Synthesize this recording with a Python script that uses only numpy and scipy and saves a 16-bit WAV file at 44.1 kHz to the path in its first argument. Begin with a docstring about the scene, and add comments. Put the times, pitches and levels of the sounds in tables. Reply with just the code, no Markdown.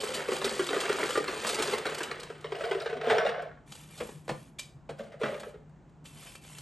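"""Hazelnuts pour from a plastic jar onto the metal tray of a countertop oven.
Their hits layer a hollow jar tone, a wall clack and a shell tick; the tray patters and rings below.
The last nuts slide back and rattle as the jar is righted. A hand spreads the heap twice, rubbing
the dry skins; in between, the tray bumps, a nut drops and the jar is moved and set down.
Behind it all, a fan hums in a small kitchen."""
import sys
import numpy as np
from scipy import signal
from scipy.fft import rfft, irfft
from scipy.io import wavfile
from scipy.ndimage import uniform_filter1d, map_coordinates

SR = 44100
rng = np.random.default_rng(int(sys.argv[2]) if len(sys.argv) > 2 else 0)


def waveform_to_disk(signal):
    """Save audio, clipped to [-1, 1], as 16-bit WAV at the path in sys.argv[1]."""
    frames = np.transpose(np.atleast_2d(signal))
    scaled = np.clip(frames, -1, 1) * 32767
    samples = np.round(scaled).astype(np.int16)
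    wavfile.write(sys.argv[1], SR, samples)


N = 291501
T = np.arange(N) / SR
AGE = T[:SR // 4]  # time since a hit
POUR_ENDS_S = 2.35  # after this, the nuts knock inside the jar only
RELEASE_DB_PER_S = 87  # the nuts come to rest

# Table levels are relative: each layer adds its own gain.
# clumps hitting the jar, and the jar set down: t/s, boom level/dB, clack level/dB, boom f/Hz, scatter/s
KNOCKS = [(.033, -29.5, -42, 411, 0.0074), (0.285, -25, -36, 442, 0.0056),
          (0.318, -29.5, -35.5, 370, 0.0027), (0.415, -43, -35.5, 396, 0.0055),
          (.443, -27.5, -39, 410, 0.0054), (.593, -25.5, -32, 363, 0.0067), (0.613, -35, -38.5, 360, 0.005),
          (0.689, -43, -36.5, 370, 0.0033), (0.706, -27.5, -40, 427, 0.0078),
          (0.731, -29.5, -32, 465, 0.018), (.746, -33, -38.5, 450, 0.0071), (.763, -25.5, -37, 424, .0073),
          (0.895, -20, -31, 433, 0.0022), (0.911, -34, -44, 388, 0.0061), (0.995, -36, -33, 400, 0.022),
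          (1.03, -29.5, -34.5, 388, 0.0057), (1.05, -42.5, -40, 370, 0.0072),
          (1.154, -45, -32.5, 430, 0.0032), (1.165, -35, -52, 402, 0.0045),
          (1.174, -20.5, -32, 441, 0.0028), (1.202, -30.5, -52, 432, 0.0073),
          (1.281, -36, -33, 417, 0.0069), (1.328, -32.5, -48, 427, 0.0066), (1.365, -37.5, -59, 441, .006),
          (1.447, -35.5, -32.5, 476, 0.002), (1.497, -34.5, -42, 438, .005), (1.548, -43, -40, 430, 0.0038),
          (1.585, -32.5, -35.5, 446, 0.0053), (1.598, -28, -35, 416, 0.0048),
          (1.68, -30.5, -40, 419, 0.0057), (1.733, -28, -30.5, 424, 0.0082),
          (1.854, -40.5, -33.5, 447, 0.004), (1.866, -31.5, -34.5, 447, .003), (1.891, -36, -44, 443, .003),
          (1.924, -45, -48, 462, .004), (2.005, -35, -35, 445, 0.0081), (2.113, -36, -37.5, 473, 0.0015),
          (2.3, -38, -47, 438, 0.0038), (2.443, -32, -40, 432, 0.0091), (2.52, -29, -39.5, 418, 0.0028),
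          (2.548, -46, -44.5, 402, 0.0079), (2.607, -32.5, -40, 562, 0.0015),
          (2.639, -30, -36.5, 445, 0.0061), (2.711, -25, -32, 415, 0.012), (2.748, -25.5, -43, 399, 0.0016),
          (2.807, -34.5, -43, 454, 0.0047), (2.859, -28, -36.5, 460, .01),
          (2.897, -35.5, -41.5, 451, 0.0068), (2.927, -29, -44, 446, 0.0057),
          (2.967, -34, -46.5, 422, 0.0071), (3.013, -35, -40, 436, 0.0014), (3.041, -33, -43, 473, 0.0062),
          (3.07, -26, -47, 457, 0.0017), (3.099, -29, -27.5, 438, 0.0054), (3.108, -25, -31, 449, 0.0043),
          (3.117, -26.5, -34, 434, 0.0053), (3.143, -37, -50, 500, 0.0026),
          (3.182, -26, -30.5, 442, 0.0023), (3.25, -27.5, -38.5, 570, 0.0015),
          (3.264, -34, -32.5, 684, 0.0081), (3.29, -33, -35, 490, 0.0035), (3.378, -35.5, -64, 582, 0.0043),
          (3.394, -32, -52, 709, 0.0017), (3.428, -39.5, -65, 480, 0.0048),
          (3.458, -41, -64.5, 615.4, 0.0074), (4.993, -36.5, -51.5, 566, 0.0034),
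          (5.004, -38, -52, 567, .004), (5.14, -43, -61, 567, 0.0071), (5.213, -26, -44.5, 450, 0.0035),
          (5.233, -34.5, -34.5, 597, 0.004), (5.322, -37.5, -50, 416, 0.0054),
          (5.342, -54, -44.5, 553, 0.0032), (5.432, -47, -47, 453, 0.0038),
          (5.467, -38.5, -68, 440, 0.0046), (5.541, -43.5, -62, 433, .006),
          (5.555, -44.5, -66, 423, 0.0049)]
# flow of the pour: t/s, tumbling level/dB, landing level/dB
FLOW = [(0, -43.5, -36.5), (.19, -34.5, -44), (.27, -42.5, -48.5), (.33, -36, -37), (.42, -46.5, -46.5),
        (.46, -31.5, -39), (.62, -46.5, -40), (.85, -32, -42.5), (1.15, -38, -38), (1.24, -41.5, -49.5),
        (1.31, -36, -43.5), (1.42, -41, -40.5), (1.48, -42, -37), (1.72, -35.5, -37), (1.82, -40, -53),
        (1.899, -37.5, -45), (2.1, -41, -55.5), (2.42, -54.5, -64.5)]
# low modes of the jar: f/Hz, t60/s, tipped level/dB, upright level/dB
JAR_MODES = [(357, 0.015, -20, -32), (405.6, 0.061, 12, -26.5), (447.7, 0.058, 9, 1), (467, 0.025, 12, 1),
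             (554, 0.056, 1.5, -2), (581, 0.045, -13, 16.5), (624, 0.046, -11, 17), (704, 0.059, -18, 15),
             (750, 0.044, -12, 13.5), (830, 0.053, -15, 12)]
# bright rings of the metal tray: f/Hz, t60/s, level/dB
TRAY_RINGS = [(2355, .065, 1), (2681, .045, -3), (3078, .06, 2), (3560, .045, -2), (3960, .05, -4),
              (4300, .03, -2), (4725, .085, 1), (5265, .055, -4), (6345, .03, -5), (7270, .02, 3),
              (7930, .018, -2), (8350, .015, 1)]
# EQ of a wall clack: f/Hz, level/dB
CLACK_EQ = [(80, -33.5), (240, -0.5), (350, 1.5), (550, 2.5), (850, 0), (1050, 0.5), (1400, 2), (1900, 0),
            (2600, -5), (3200, -5.5), (4400, -15.5), (6000, -22.5), (12000, -42.5)]
# EQ of a shell tick: f/Hz, level/dB
TICK_EQ = [(200, -14), (1500, -2.5), (2300, 5.5), (3100, 8.5), (4600, 6), (5600, 1.5), (7200, 4), (8600, 4),
           (10000, -1.5), (11300, 1), (12200, -15), (13000, -30)]
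# EQ of the tray's body: f/Hz, level/dB
TRAY_EQ = [(60, -17.5), (150, -19), (215, -7), (320, -13), (480, 3), (700, -6), (1100, -12.5), (1700, -16),
           (2400, -16.5), (4000, -25), (9000, -48)]


def undb(db):
    """Decibels to gain."""
    return 10 ** (np.asarray(db) / 20)


def unit(x):
    """Scale to an energy of one."""
    return x / np.sqrt(np.sum(x ** 2))


def play(x, response):
    """Sound x through an impulse response."""
    return signal.oaconvolve(x, response)[:len(x)]


def add(out, s, x):
    """Mix x in at time s."""
    i = max(int(s * SR), 0)
    out[i:i + len(x)] += x[:N - i]


def colour(eq, size=4096):
    """Minimum-phase impulse response of an EQ curve."""
    hz, db = np.transpose(eq)
    f = np.maximum(np.fft.rfftfreq(size, 1 / SR), 1)
    cepstrum = irfft(np.log(undb(np.interp(np.log(f), np.log(hz), db))))
    cepstrum[1:size // 2] *= 2
    cepstrum[size // 2 + 1:] = 0
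    return unit(irfft(np.exp(rfft(cepstrum))))


def attack(rise_s):
    """Fade-in that softens the front of a hit."""
    return 1 - np.exp(-AGE / rise_s)


def ring(hz, t60, db, stray=0.02):
    """Damped modes struck together, each in its own phase and detuned by about the share stray."""
    hz, t60, db = (np.reshape(v, (-1, 1)) for v in (hz, t60, db))
    detune = 1 + stray * rng.standard_normal(hz.shape)
    turns = hz * detune * AGE + rng.random(hz.shape)
    decay = np.exp(-np.log(1000) * AGE / t60)
    return unit(np.sum(undb(db) * np.sin(2 * np.pi * turns) * decay, axis=0))


def resonate(x, modes, db):
    """Layer x with the rings that it wakes in a wall or tray."""
    hz, t60, level = np.transpose(modes)[:, :, None]
    decay = np.exp(-np.log(1000) * AGE / t60)
    rings = np.sum(undb(level) * np.cos(2 * np.pi * hz * AGE) * decay, axis=0)
    return x + undb(db) * play(x, unit(rings))


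def boom(hz, swell_s):
    """A rounded low tone that swells and dies away."""
    return unit(np.sin(2 * np.pi * hz * AGE) * AGE * np.exp(-AGE / swell_s))


def crack(scatter_s):
    """A contact and its quick chatter: a noise burst that swells briefly and dies."""
    return unit(rng.standard_normal(len(AGE)) * attack(scatter_s) * np.exp(-AGE / scatter_s))


def contacts(per_s, spread_db, decay_s, top_hz, partials):
    """A steady grain stream of random collisions, each ringing at its own pitches below top_hz."""
    draw = rng.random((12000, 2 + 2 * partials))  # per collision: wait, size, pitches, phases
    starts = (np.cumsum(-np.log(1 - draw[:, 0])) / per_s * SR).astype(int)
    draw, starts = draw[starts < N], starts[starts < N]
    hz, phase = top_hz * draw[:, 2:2 + partials], draw[:, 2 + partials:]
    t = T[:SR // 50]
    tones = sum(np.sin(2 * np.pi * (hz[:, [k]] * t + phase[:, [k]])) for k in range(partials))
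    force = undb(spread_db * draw[:, [1]] ** 2)  # a few hard hits among many soft ones
    grains = tones * np.exp(-t / decay_s) * (1 - t / t[-1]) * force
    out = np.bincount((starts[:, None] + np.arange(len(t))).ravel(), grains.ravel(), N)[:N]
    power = uniform_filter1d(out ** 2, SR // 25)
    return out / np.sqrt(np.maximum(power, np.mean(power) / 20))


def kitchen(air_db=-55.5, hum_hz=151.4, hum_db=-56.5, waver=0.38):
    """The bed: low room tone and a fan's wavering hum."""
    # EQ of the kitchen air: f/Hz, level/dB
    air_eq = [(20, -99.5), (30, -21.5), (42, -2.5), (70, -6), (110, -5), (150, 2.5), (210, -5.5), (310, -9),
              (480, -17), (850, -17), (2000, -30.5), (5000, -44.5), (7300, -40.5), (11000, -60)]
    air = play(rng.standard_normal(N), colour(air_eq)) * undb(air_db)
    knots = np.linspace(0, T[-1], num=90)
    swell, drift = (np.interp(T, knots, waver * rng.standard_normal(len(knots))) for _ in range(2))
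    return air + undb(hum_db) * (1 + swell) * np.sin(2 * np.pi * hum_hz * T + drift)


def room(t60=0.31, gap_s=0.0041):
    """Dense reflections from the oven mouth, counter and walls, building up after a short gap."""
    t = T[:SR // 2]
    build_up = 1 - np.exp(-(t / gap_s) ** 2)
    return unit(rng.standard_normal(len(t)) * np.exp(-np.log(1000) * t / t60) * build_up)


def echoes(x, places=14):
    """The reverb crossfades between echo patterns as jar and hand move from place to place."""
    place = np.linspace(0, places - 1, N)
    return sum(play(x * np.sqrt(np.maximum(1 - np.abs(place - k), 0)), room()) for k in range(places))


def stereo_side(ambience):
    """The small share of echoes and room tone that differs between left and right."""
    # EQ of the side signal: f/Hz, level/dB
    width_eq = [(30, -19), (100, -18), (200, -14.5), (420, -18), (750, -9), (1400, -10), (2200, -25.5),
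                (3500, -15.5), (6300, -47), (12000, -32.5)]
    hz, db = np.transpose(width_eq)
    width = undb(np.interp(np.log(np.fft.rfftfreq(N, 1 / SR) + 1), np.log(hz), db))
    return irfft(rfft(ambience) * width, N)


def bumping(counter_db=26, body_db=26, tick_db=23, thud_db=24):
    """Tray and jar bump their supports; the counter answers with low rings and soft thuds."""
    # tray on oven door, jar on its stand: t/s, counter level/dB, body level/dB, tick level/dB, scatter/s
    bumps = [(4.001, -40, -29.5, -50, 0.01), (4.089, -56, -42, -57, 0.0055),
             (4.279, -65, -36.5, -51, 0.0034), (4.289, -37, -25.5, -41, 0.0105),
             (4.89, -52, -34.5, -51, 0.011), (5.231, -31, -31.5, -57, 0.028)]
    # modes of the counter and oven door: f/Hz, t60/s, level/dB
    counter_modes = [(149, 0.12, -13), (214.5, 0.42, 4), (256, 0.14, 3.5), (332.3, 0.25, 4.5)]
    # soft thuds through the counter: t/s, level/dB, f/Hz
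    thuds = [(2.954, -46.5, 249), (3.065, -37.5, 242), (3.107, -38, 115), (3.11, -41, 215),
             (3.181, -41, 192), (3.27, -40.5, 204), (3.675, -48, 126), (3.713, -55, 202), (4.142, -37, 150),
             (4.304, -30, 147), (4.381, -41, 146), (4.749, -40, 142.6), (4.9, -41.5, 146),
             (4.996, -40, 220), (5.06, -46, 215), (5.23, -36, 139), (5.28, -38, 214.4), (5.41, -47, 209),
             (5.667, -46.5, 150.5), (6.122, -43, 141.5), (6.587, -43, 143)]
    out = np.zeros(N)
    body_tone, tick_tone = colour(TRAY_EQ), colour(TICK_EQ)
    for s, counter, body, tick, scatter in bumps:
        tone = body_tone * undb(body + body_db) + tick_tone * undb(tick + tick_db)
        add(out, s, play(crack(scatter), tone))
        answer = ring(*np.transpose(counter_modes), stray=0.0096) * attack(0.0046)
        add(out, s, unit(answer) * undb(counter + counter_db))
    for s, db, hz in thuds:
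        add(out, s, boom(hz, swell_s=0.014) * undb(db + thud_db))
    return out


def spreading(rub_db=2.5, roll_db=-8, fade_s=0.014):
    """Dry skins rub under the palm, hardest in mid-stroke, and shells tap the tray as they roll."""
    # palm strokes over the heap, and once along the jar: start t/s, end t/s, level/dB, swell/dB
    strokes = [(3.672, 3.848, -68, 8), (3.808, 4.226, -75, 17), (4.247, 4.495, -73, 6.5),
               (5.202, 5.509, -69.5, 3.5), (6.05, 6.112, -66, 3.5), (6.124, 6.38, -66.5, 9.5),
               (6.424, 6.663, -63, 4)]
    # EQ of rubbing skins: f/Hz, level/dB
    rub_eq = [(100, 12.5), (400, 5), (900, 8.5), (1400, 5.5), (2400, 8.5), (3100, 9), (4200, 5.5),
              (5600, 5.5), (7400, 9), (8800, 8.5), (10000, 9.5), (11400, 10.5), (13000, -34)]
    pressure = 0
    for start, end, db, swell in strokes:
        touch = np.clip(np.minimum(T - start, end - T) / fade_s + 1, 0, 1)
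        pressure += touch * undb(db + swell * np.sin(np.pi * (T - start) / (end - start)))
    crackle = contacts(per_s=1300, spread_db=0, decay_s=0.005, top_hz=14140, partials=6)
    rolling = contacts(per_s=110, spread_db=9, decay_s=0.0076, top_hz=3784, partials=7)
    return play((crackle + undb(roll_db) * rolling) * pressure, colour(rub_eq)) * undb(rub_db)


def tapping(drop_db=26, tap_db=22, palm_hz=3300):
    """Shells knock and ring the tray: bright when dropped, dull when pressed under the palm."""
    # a nut falls from the lifted hand and bounces: t/s, level/dB, scatter/s
    drops = [(4.586, -42, 0.0041), (4.592, -36, 0.0052), (4.606, -58, .004), (4.63, -56, 0.0045)]
    # nuts pressed against the tray: t/s, level/dB, scatter/s
    taps = [(3.716, -66, 0.0034), (3.79, -71, .006), (3.901, -55, 0.0054), (6.051, -53, 0.0042),
            (6.166, -53, 0.0045), (6.263, -47, 0.0074), (6.351, -45, 0.0033), (6.447, -50, 0.004),
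            (6.567, -58, .004)]
    out, shell, body = np.zeros(N), colour(TICK_EQ), colour(CLACK_EQ)
    palm = signal.butter(3, palm_hz, fs=SR, output="sos")
    for s, db, scatter in drops:
        blow = crack(scatter)
        rings = undb(-6) * unit(play(blow, ring(*np.transpose(TRAY_RINGS), stray=0)))
        rim = undb(-8) * ring(hz=2355, t60=0.07, db=0, stray=0)
        knock = play(blow, shell + undb(-20) * body)
        add(out, s, (rings + rim + knock) * undb(db + drop_db))
    for s, db, scatter in taps:
        blow = unit(signal.sosfilt(palm, crack(scatter)))
        rings = unit(play(blow, ring(*np.transpose(TRAY_RINGS), stray=0)))
        knock = undb(-3) * unit(play(blow, body))
        add(out, s, (rings + knock) * undb(db + tap_db))
    return out


def bounces(ping_db=21, overtone_ratio=1.09, rattle_db=24):
    """Single nuts ping at a close pair of pitches; the last ones wake the upright jar's hollow rings."""
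    # single bounces in the jar or on the heap: t/s, level/dB, f/Hz
    pings = [(0.138, -35, 3100), (0.416, -36, 3700), (.444, -25, 3900), (0.449, -33, 5180),
             (.494, -32, 4300), (.667, -37, 3300), (0.689, -29.5, 3730), (0.803, -33, 3170),
             (1.031, -26, 1960), (1.107, -31, 3080), (1.279, -31, 4100), (1.675, -39, 4700),
             (1.738, -32, 4080), (1.866, -32.5, 4000), (2.036, -35, 2920), (2.113, -33, 2170),
             (2.113, -37, 4200), (2.207, -43, 4350), (2.443, -45, 3660), (2.47, -44, 2880),
             (2.554, -40, 2720), (2.553, -48, 4900), (2.655, -42, 4700), (2.714, -42, 3400),
             (2.801, -40, 3650), (2.805, -41, 4960), (2.823, -42, 3820), (2.864, -37, 3790),
             (2.926, -57, 3120), (3.183, -37, 5140), (3.263, -35, 3800)]
    # the last nuts rocking against the wall: t/s, level/dB
    rattles = [(3.182, -28), (3.205, -30), (3.226, -35), (3.317, -38), (3.343, -38), (3.377, -42),
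               (3.393, -38), (3.428, -43), (3.453, -51), (3.491, -50.5), (3.513, -46.5), (3.571, -54),
               (5.241, -35.5), (5.291, -51), (5.342, -48), (5.434, -45.5)]
    # hollow rings of the upright jar: f/Hz, t60/s, level/dB
    upright_rings = [(1100, 0.075, -3), (1338, 0.076, -3), (1485, 0.11, -1.5), (1577, .07, -4),
                     (1680, 0.053, 1), (1835, 0.057, -1.5), (2160, 0.058, -6)]
    out = np.zeros(N)
    for s, db, hz in pings:
        ping = ring([hz, hz * overtone_ratio], t60=0.018, db=[0, -5])
        add(out, s, ping * attack(0.00026) * undb(db + ping_db))
    for s, db in rattles:
        add(out, s, ring(*np.transpose(upright_rings)) * attack(0.0012) * undb(db + rattle_db))
    return out


def jar_body(hollow, clack, ring_db=-26, low_cut_hz=350, lift_s=0.083):
    """The jar's hollow tone and ringing wall; lifted clear of the tray, it loses its low end."""
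    # rings of the plastic wall: f/Hz, t60/s, level/dB
    wall_rings = [(1248, 0.041, 17), (1312, 0.054, 4), (1530, 0.079, 0.5), (1745, .05, -8),
                  (2200, 0.055, 6), (2340, 0.057, 13)]
    cavity = signal.sosfilt(signal.butter(3, [300, 760], "bandpass", fs=SR, output="sos"), hollow)
    jar = cavity + resonate(play(clack, colour(CLACK_EQ)), wall_rings, ring_db)
    lifted = np.clip((T - POUR_ENDS_S) / lift_s, 0, 1)
    lows = signal.sosfiltfilt(signal.butter(6, low_cut_hz, fs=SR, output="sos"), jar)
    return jar - lifted * lows


def tumbling(body, tick, upright, streams, hollow_db, clack_db=-10):
    """Nuts hitting the wall drive the jar's low modes and its clack; nuts hitting each other tick."""
    hz, t60, tipped_db, upright_db = np.transpose(JAR_MODES)
    on_wall, on_nuts = streams
    modes = ring(hz, t60, tipped_db + upright * (upright_db - tipped_db))
    drive = on_wall * body
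    return np.array([play(drive, modes) * undb(hollow_db), drive * undb(clack_db), on_nuts * tick])


def sliding(streams, tick_fade=2):
    """Each slide builds up, sags as the nuts slow, then stops; the ticks die first."""
    # the last nuts sliding in the jar:
    # t/s, rise/s, hold/s, body level/dB, tick level/dB, sag/(dB per s), jar upright/(0-1)
    slides = [(2.396, 0.23, 0.35, -40, -57.5, 19, 0.39), (2.992, 0.11, 0.32, -29, -53, 50.5, 0.4),
              (4.954, 0.041, 0.32, -52, -62, 72, 0.5), (5.186, 0.036, 0.26, -39.5, -59, 59, 0.57)]
    out = 0
    for s, rise, hold, db, tick_db, sag, upright in slides:
        build_up = np.clip((T - s) / rise, 0, 1) ** 2
        age = np.maximum(T - s - rise, 0)
        lost_db = sag * age + RELEASE_DB_PER_S * np.maximum(age - hold, 0)
        body = build_up * undb(db - lost_db)
        tick = build_up * undb(tick_db - tick_fade * lost_db)
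        out += tumbling(body, tick, upright, streams, hollow_db=-1.5)
    return out


def clicks(clack_db=22, tick_db=31.5):
    """Light, hard hits that leave the jar's low modes still."""
    # single nuts hitting each other and the tray: t/s, clack level/dB, tick level/dB, scatter/s
    hits = [(0.1372, -50, -38, 0.014), (.203, -32.5, -60, 0.0032), (.365, -32, -45.5, .004),
            (0.4434, -53, -38.5, 0.0083), (0.494, -37, -48, 0.0019), (.666, -48, -45.5, 0.0036),
            (0.8005, -39, -38.5, 0.0093), (.832, -33, -53, 0.0062), (.853, -30, -52, 0.0028),
            (0.929, -37, -42, 0.0007), (1.091, -33, -49, 0.0035), (1.105, -31, -44.5, 0.0035),
            (1.241, -33, -49.5, 0.0024), (1.4659, -26.5, -36, 0.0098), (1.4883, -32, -35, 0.0076),
            (1.543, -45, -39, 0.0042), (1.6216, -27.5, -35, 0.006), (1.7801, -39, -45, 0.0047),
            (1.982, -44, -44.5, 0.0055), (1.9453, -57, -44.5, 0.0046), (2.0305, -59, -42, 0.0048),
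            (2.197, -69, -52, 0.0054), (2.2312, -39.5, -51, 0.0038), (2.4096, -71, -62.5, 0.0034),
            (2.797, -56, -61, 0.0039), (2.818, -63, -55.5, 0.0025), (3.419, -71, -64, 0.0049),
            (3.72, -48, -50, 0.0047), (3.752, -51, -57, 0.0036), (3.9735, -46.5, -51, 0.013),
            (5.1178, -46, -73, 0.013), (5.256, -32, -65, 0.0062), (5.278, -37, -75, 0.0065),
            (5.302, -43, -73, .004), (5.3964, -45, -53, 0.0068), (5.694, -74.5, -82, 0.0042),
            (5.8935, -80, -81, 0.0042), (6.051, -74, -55.5, 0.011), (6.352, -63, -54.5, 0.0047),
            (6.584, -50.5, -50, 0.0025)]
    hollow, clack, tick = np.zeros((3, N))
    for s, clack_level, tick_level, scatter in hits:
        blow = crack(scatter)
        add(clack, s, blow * undb(clack_level + clack_db))
        add(tick, s, blow * undb(tick_level + tick_db))
    return np.array([hollow, clack, tick])


def clump(scatter_s, decay_s=0.0073, rise_s=0.0004, top_hz=13000, nuts=3, partials=16):
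    """A few nuts land one after another, each ringing briefly at pitches of its own."""
    t, out = T[:SR // 40], np.zeros(len(AGE))
    envelope = np.exp(-t / decay_s) * (1 - np.exp(-t / rise_s))
    for k in range(nuts):
        spot, phase = rng.random((2, partials, 1))
        hz = top_hz * (np.arange(partials)[:, None] + spot) / partials
        nut = np.sum(np.sin(2 * np.pi * (hz * t + phase)), axis=0) * envelope
        delay_s = scatter_s * (k + rng.random()) * k / nuts
        add(out, delay_s, nut / np.sqrt(1 + k))
    return unit(out)


def knocks(hollow_db=27, clack_db=28, modes_db=-16, chatter_db=-4):
    """Heavy blows: the air in the jar booms at a pitch set by the shifting load."""
    hz, t60, tipped_db, _ = np.transpose(JAR_MODES)
    hollow, clack, tick = np.zeros((3, N))
    for s, boom_level, clack_level, boom_hz, scatter in KNOCKS:
        body = boom(boom_hz, swell_s=0.0037) + undb(modes_db) * ring(hz, t60, tipped_db)
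        blow = unit(clump(scatter) + undb(chatter_db) * crack(scatter))
        tick_db = 13 if s < POUR_ENDS_S else 1  # nuts landing outside the jar sound brighter
        add(hollow, s, body * undb(boom_level + hollow_db))
        add(clack, s, blow * undb(clack_level + clack_db))
        add(tick, s, blow * undb(clack_level + tick_db))
    return np.array([hollow, clack, tick])


def landing(stream, patter_db=-14, thump_db=17):
    """The tray's body patters under the falling nuts and thumps under each clump."""
    times, _, level = np.transpose(FLOW)
    flow = undb(np.interp(T, times, level) + patter_db) * (T < times[-1])
    out = play(stream * flow, colour(TRAY_EQ))
    for s, boom_level, *_ in KNOCKS:
        if s < POUR_ENDS_S:
            add(out, s, boom(hz=345, swell_s=0.0031) * undb(boom_level + thump_db))
    return out


def wavering(x, depth=0.046, steps=110):
    """Let the pitch stray by about the share depth, in short random steps."""
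    knots = np.linspace(0, T[-1], num=steps)
    lag = np.interp(T, knots, rng.standard_normal(steps)) * depth * knots[1] / np.sqrt(2)
    return map_coordinates(x, [(T + lag) * SR], order=1)


def pouring(streams, tick_db=-6):
    """Nuts tumble through the tipped jar onto the heap; its tone strays as they crowd the mouth."""
    times, tumbling_db, landing_db = np.transpose(FLOW)
    release_db = RELEASE_DB_PER_S * np.maximum(T - times[-1], 0)
    body_gain = undb(np.interp(T, times, tumbling_db) - release_db)
    tick_gain = undb(np.interp(T, times, landing_db + tick_db) - release_db)
    hollow, clack, tick = tumbling(body_gain, tick_gain, upright=0, streams=streams, hollow_db=-12)
    return np.array([wavering(hollow), clack, tick])


def scene(tray_ring_db=-18.5, wet_db=-7):
    """The action sits dead centre; only the reverb and the kitchen bed have a little width."""
    on_wall = contacts(per_s=720, spread_db=3, decay_s=0.0055, top_hz=6090, partials=8)
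    on_nuts = contacts(per_s=700, spread_db=9, decay_s=0.004, top_hz=14000, partials=12)
    streams = on_wall, on_nuts
    hollow, clack, tick = knocks() + clicks() + pouring(streams) + sliding(streams)  # three buses
    shells = resonate(play(tick, colour(TICK_EQ)) + spreading(), TRAY_RINGS, tray_ring_db)
    direct = jar_body(hollow, clack) + shells + bounces() + tapping() + landing(on_wall) + bumping()
    mid = direct + undb(wet_db) * echoes(direct) + kitchen()
    side = stereo_side(echoes(direct) + kitchen())
    return np.array([mid + side, mid - side])


def record(dry, low_cut_hz=38, high_cut_hz=12650):
    """The right channel's phase turns a full circle across a treble band; rumble and top are cut."""
    # lead of the right channel over the left: f/Hz, phase/rad
    phase_lead = [(2700, 0), (2900, -.55), (4700, -.33), (5800, 0), (7400, 0), (7700, -.35), (8200, -.35),
                  (8700, 0), (9100, 1.1), (10200, 3.1), (11750, 6.283)]
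    turn = np.interp(np.fft.rfftfreq(N, 1 / SR), *np.transpose(phase_lead))
    pair = np.array([dry[0], irfft(rfft(dry[1]) * np.exp(1j * turn), N)])
    pair = signal.sosfilt(signal.butter(6, low_cut_hz, "highpass", fs=SR, output="sos"), pair)
    return signal.sosfilt(signal.ellip(8, .2, 70, high_cut_hz, fs=SR, output="sos"), pair)


dry = scene()
out = record(dry)
waveform_to_disk(out)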